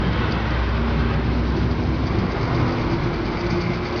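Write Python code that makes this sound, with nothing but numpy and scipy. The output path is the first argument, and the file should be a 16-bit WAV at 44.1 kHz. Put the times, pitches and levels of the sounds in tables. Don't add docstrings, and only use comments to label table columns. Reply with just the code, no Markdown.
import sys
import numpy as np
from scipy import signal
from scipy.fft import rfft, irfft, next_fast_len
from scipy.io import wavfile
from scipy.ndimage import uniform_filter1d, map_coordinates

SR = 44100
rng = np.random.default_rng(int(sys.argv[2]) if len(sys.argv) > 2 else 0)


def unload_wav(signal):
    wavfile.write(
        sys.argv[1],
        SR,
        np.round(np.clip(np.atleast_2d(signal).T, -1, 1) * 32767).astype(np.int16),
    )


N = 176400

# (t/s, level/dB)
RUMBLE_FADER = [(0, -23.5), (.5, -27.5), (1.3, -25), (2, -25.5), (2.4, -27), (3, -24.5), (3.6, -28),
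                (4, -28.5)]
ROLL_FADER = [(0, -32.5), (.6, -31.5), (1.1, -33.5), (1.4, -34.5), (2.0, -34), (2.3, -32), (2.62, -30),
              (3.1, -32.5), (3.45, -31.5), (3.82, -33.5), (4, -30.5)]
SCRAPE_FADER = [(0, -38), (.22, -31), (.38, -33.5), (.55, -34), (.85, -38), (1.08, -35), (1.4, -41.5),
                (2.2, -57.5), (4, -56.5)]
# (f/Hz, level/dB)
RUMBLE_EQ = [(20, -14.5), (40, -22), (52, -5.5), (76, -1.5), (100, 2.5), (140, -1.5), (200, -5.5),
             (250, -5.5), (310, -6), (385, -5.5), (470, -16), (700, -27.5), (1500, -69.5)]
ROLL_EQ = [(200, -18.5), (450, 0), (590, -0.5), (690, -1.5), (920, -2), (1030, 0), (1330, -5), (1480, -4),
           (1750, -9), (2100, -9.5), (2700, -15.5), (4000, -23), (6000, -36)]
SCRAPE_EQ = [(700, -23), (1030, 2.5), (1150, -3), (1260, 2.5), (1360, -4), (1500, 2.5), (1720, -3.5),
             (1970, 1.5), (2300, -6), (2580, -3.5), (2850, -9), (3150, -6.5), (3350, -10.5), (3600, -9),
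             (4500, -21.5), (6500, -40)]
HISS_EQ = [(1200, -15), (2500, -0.5), (3600, 2), (4100, 1.5), (4650, -1), (5200, -4), (6000, -12),
           (7000, -24)]
# (t/s, f/Hz, level/dB)
LOW_DRONE = [(0, 59.5, -25.5), (.27, 60.64, -32), (.6, 60.95, -22.5), (1.1, 62.36, -26.5),
             (1.5, 62.7, -24.5), (1.85, 64.2, -27), (2.15, 64.8, -31.5), (2.4, 65.5, -43), (4, 63.7, -54.5)]
DEEP_DRONE = [(0, 50.17, -52), (1.7, 50, -47.5), (2.2, 50.16, -32.5), (2.7, 51.2, -36), (3.3, 51, -32.5),
              (3.6, 52.9, -36), (4, 53.7, -37)]
# (t/s, f/Hz, level/dB)
MOTOR_HUM = [(0, 224, -35.5), (.72, 222, -35), (.85, 231, -31.5), (1.35, 236.3, -29), (1.6, 239.2, -32),
             (2.05, 244.1, -31), (2.401, 246, -37), (2.65, 246, -30), (3.099, 241, -37.5),
             (4, 227.5, -38.5)]
# (t/s, f/Hz, level/dB)
FRAME_LOW = [(0, 112.4, -42), (.5, 112, -31), (.9, 115.9, -42.5), (2.2, 120.4, -38.5), (2.5, 117.8, -27.5),
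             (2.9, 115, -41.5), (3.4, 115.9, -38), (3.7, 113.4, -33.5), (4, 118.5, -36)]
FRAME_LOW_MID = [(0, 152, -43.5), (0.998, 154.3, -33), (2, 156.5, -36), (2.548, 161.4, -33.5),
                 (3.2, 167, -38), (3.498, 176.6, -31.5), (3.72, 175.4, -27.5), (3.85, 173.7, -42),
                 (4, 176, -49)]
FRAME_MID = [(0, 190.3, -47.5), (1.099, 189.5, -44.5), (1.55, 193.9, -34.5), (1.95, 188, -51),
             (2.22, 195.2, -25.5), (2.42, 189.5, -46), (4, 189.6, -53)]
FRAME_UPPER = [(0, 319.2, -39.5), (.5, 313.7, -38), (1.001, 297.2, -42.5), (2.3, 295.4, -49),
               (2.7, 303.8, -36.5), (3.001, 307.6, -37.5), (3.3, 313, -39), (4, 316.5, -42.5)]
FRAME_TOP = [(0, 321.5, -45.5), (1.6, 313.5, -44.5), (1.9, 315.8, -35.5), (2.2, 328, -40.5),
             (2.65, 334.7, -32), (3.1, 343.9, -29.5), (3.32, 345, -35), (3.44, 346, -28.5),
             (3.57, 347, -27), (3.75, 351.8, -32.5), (4, 355.3, -27.5)]
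# (f/Hz, width/Hz, level/dB)
RACK_BRIGHT_MODES = [(4575, 670, 1.5), (4860, 770, 0), (5530, 310, -13.5), (6170, 760, -4)]
RACK_LOW_MODES = [(2142, 220, 2.5), (2282, 220, 1)]
# (t/s, level/dB)
RACK_BRIGHT_FADER = [(0, -57.5), (.25, -55), (.8, -62), (1.4, -54.5), (2, -52.5), (2.35, -47.5),
                     (2.75, -46.5), (3.1, -51), (3.52, -44.5), (3.85, -48), (4, -42)]
RACK_LOW_FADER = [(0, -62), (1.9, -48.5), (2.4, -42.5), (2.8, -41.5), (3.2, -42.5), (3.55, -38), (4, -42)]
# (t/s, level/dB, decay/s)
TICK_HITS = [(.130, -34, .006), (.307, -36, 0.01), (.321, -27.5, 0.0046), (.505, -36, 0.0055),
             (0.686, -43, 0.018), (1.565, -38.5, 0.024), (1.710, -34, 0.0069), (2.068, -34, 0.015),
             (2.313, -35.5, 0.011), (2.545, -38.5, 0.018), (2.72, -38, 0.014), (3.036, -40, .012),
             (3.408, -34, 0.0079), (3.463, -32.5, 0.0084), (3.52, -34, 0.01), (3.613, -34, .012),
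             (3.733, -33.5, 0.01), (3.925, -35.5, .009), (3.960, -36.5, 0.02)]
# (f/Hz, level/dB)
TICK_EQ = [(1500, -22), (3000, -3), (4200, -1.5), (4650, 9.5), (5100, -2.5), (6100, -5.5), (7000, -11)]
# (t/s, level/dB)
BOOM_CRESTS = [(.35, -27.5), (.52, -29.5), (1.63, -26), (1.9, -24.5), (2.419, -24.5), (2.521, -27),
               (2.63, -21), (2.8, -24.5), (2.94, -23.5), (3.07, -22), (3.55, -23.5), (3.701, -24.5)]
# (f/Hz, level/dB)
BOOM_EQ = [(50, -23), (85, -4.5), (110, 2.5), (145, 1.5), (190, -4.5), (260, -9.5), (330, -7), (600, -46.5)]
# (f/Hz, level/dB)
MIC_EQ = [(20, 1), (5800, 0), (6300, -6.5), (6600, -15), (6850, -15.5), (7100, -36), (7400, -68.5)]

RUMBLE_TRIM_DB, ROLL_TRIM_DB, HISS_DB = -0.5, 1.5, -45
THROB_PERIOD_S, THROB_CREST_S, THROB_DEPTH_DB = 0.126, 3.575, 5
TOOTH_START_S, TOOTH_PERIOD_S, TOOTH_JITTER_S = 0.035, 0.119, 0.0034
TOOTH_ATTACK_S, TOOTH_DECAY_S = 0.0082, 0.043
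TICK_ATTACK_S, BOOM_WIDTH_S = 0.00069, 0.043
FAINT_HISS_DB, HIGH_CUT_HZ = -76, 15700
TIME = np.arange(N) / SR


def amp(db):
    return 10 ** (np.asarray(db) / 20)


def unit(x):
    return x / np.sqrt(np.mean(x ** 2) + 1e-20)


def curves(rows):
    times, *columns = np.transpose(rows)
    return [np.interp(TIME, times, column) for column in columns]


def wobble(rate):
    return map_coordinates(rng.standard_normal(4096), [TIME * rate + 2], mode="wrap")


def strike(start, attack, decay):
    age = np.maximum(TIME - start, 0)
    return (1 - np.exp(-age / attack)) * np.exp(-age / decay)


def filtered(x, response):
    size = next_fast_len(N + SR // 2)
    return irfft(rfft(x, size) * response(np.fft.rfftfreq(size, 1 / SR)), size)[:N]


def equalised(x, eq):
    freqs, db = np.transpose(eq)
    return filtered(x, lambda hz: amp(np.interp(np.log(hz + 1), np.log(freqs + 1), db)))


def noise_bed(eq, patchy_db):
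    spectrum = signal.stft(rng.standard_normal(N), nperseg=2048)[2]
    patches = uniform_filter1d(rng.standard_normal(spectrum.shape), 3, axis=0)
    patches = unit(uniform_filter1d(patches, 12, axis=1))
    noise = signal.istft(spectrum * amp(patchy_db * patches))[1][:N]
    return unit(equalised(noise, eq))


def tone(rows, drift_hz, flutter_db, rough):
    hz, db = curves(rows)
    phase = 2 * np.pi * np.cumsum(hz + drift_hz * wobble(12)) / SR
    skirt = wobble(45) * np.sin(phase) + wobble(45) * np.cos(phase)
    wave = np.sin(phase) + rough * skirt
    return amp(db) * unit(wave * amp(flutter_db * wobble(16)))


def wheels():
    rumble = amp(curves(RUMBLE_FADER)[0] + RUMBLE_TRIM_DB + 0.5 * wobble(17))
    rumble *= noise_bed(RUMBLE_EQ, patchy_db=2.3)
    roll = amp(curves(ROLL_FADER)[0] + ROLL_TRIM_DB + 0.27 * wobble(35))
    roll *= noise_bed(ROLL_EQ, patchy_db=1.57)
    scrape = amp(curves(SCRAPE_FADER)[0] + wobble(30)) * noise_bed(SCRAPE_EQ, patchy_db=3)
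    hiss = amp(HISS_DB + 1.5 * wobble(40)) * noise_bed(HISS_EQ, patchy_db=1.5)
    return rumble + roll + scrape + hiss


def drone():
    low = tone(LOW_DRONE, drift_hz=0.75, flutter_db=0.35, rough=0.06)
    deep = tone(DEEP_DRONE, drift_hz=0.85, flutter_db=1, rough=0.15)
    return low + deep


def motor():
    return tone(MOTOR_HUM, drift_hz=0.8, flutter_db=1.5, rough=0.19)


def frame_tones():
    body = sum(tone(rows, drift_hz=2.18, flutter_db=2, rough=0.25)
               for rows in (FRAME_LOW, FRAME_LOW_MID, FRAME_MID, FRAME_UPPER))
    top = tone(FRAME_TOP, drift_hz=1.49, flutter_db=1, rough=0.12)
    throb_db = THROB_DEPTH_DB * np.cos(2 * np.pi * (TIME - THROB_CREST_S) / THROB_PERIOD_S)
    return body + unit(amp(throb_db)) * top


def tooth_force():
    starts = TOOTH_START_S + TOOTH_PERIOD_S * np.arange(34) + TOOTH_JITTER_S * rng.standard_normal(34)
    kicks = sum(strike(start, TOOTH_ATTACK_S, TOOTH_DECAY_S) for start in starts)
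    return unit(0.32 + kicks)


def rack_ring(modes, rate, spread_db):
    def response(hz):
        return sum(amp(db) * (1j * hz * width / (centre ** 2 - hz ** 2 + 1j * hz * width)) ** 2
                   for centre, width, db in modes)

    contacts = (rng.random(N) < rate / SR) * rng.choice([-1, 1], N)
    strength = amp(spread_db * rng.standard_normal(N))
    return unit(filtered(contacts * strength, response))


def drive_rattle():
    force = tooth_force()
    held_force = unit(0.35 + force)
    bright = amp(curves(RACK_BRIGHT_FADER)[0]) * rack_ring(RACK_BRIGHT_MODES, rate=1200, spread_db=5.5)
    low = amp(curves(RACK_LOW_FADER)[0]) * rack_ring(RACK_LOW_MODES, rate=1000, spread_db=4.5)
    return force * bright + held_force * low


def steel_ticks():
    envelope = sum(amp(db) * strike(start, TICK_ATTACK_S, decay) for start, db, decay in TICK_HITS)
    return envelope * noise_bed(TICK_EQ, patchy_db=0)


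def frame_booms():
    envelope = sum(amp(db) * np.exp(-((TIME - crest) / BOOM_WIDTH_S) ** 2) for crest, db in BOOM_CRESTS)
    return envelope * noise_bed(BOOM_EQ, patchy_db=2.5)


def scene():
    bed = wheels() + drone() + motor() + frame_tones()
    return (bed + drive_rattle() + steel_ticks() + frame_booms())[None]


def record(dry):
    heard = equalised(dry[0], MIC_EQ) + amp(FAINT_HISS_DB) * rng.standard_normal(N)
    return filtered(heard, lambda hz: hz < HIGH_CUT_HZ)[None]


dry = scene()
out = record(dry)
unload_wav(out)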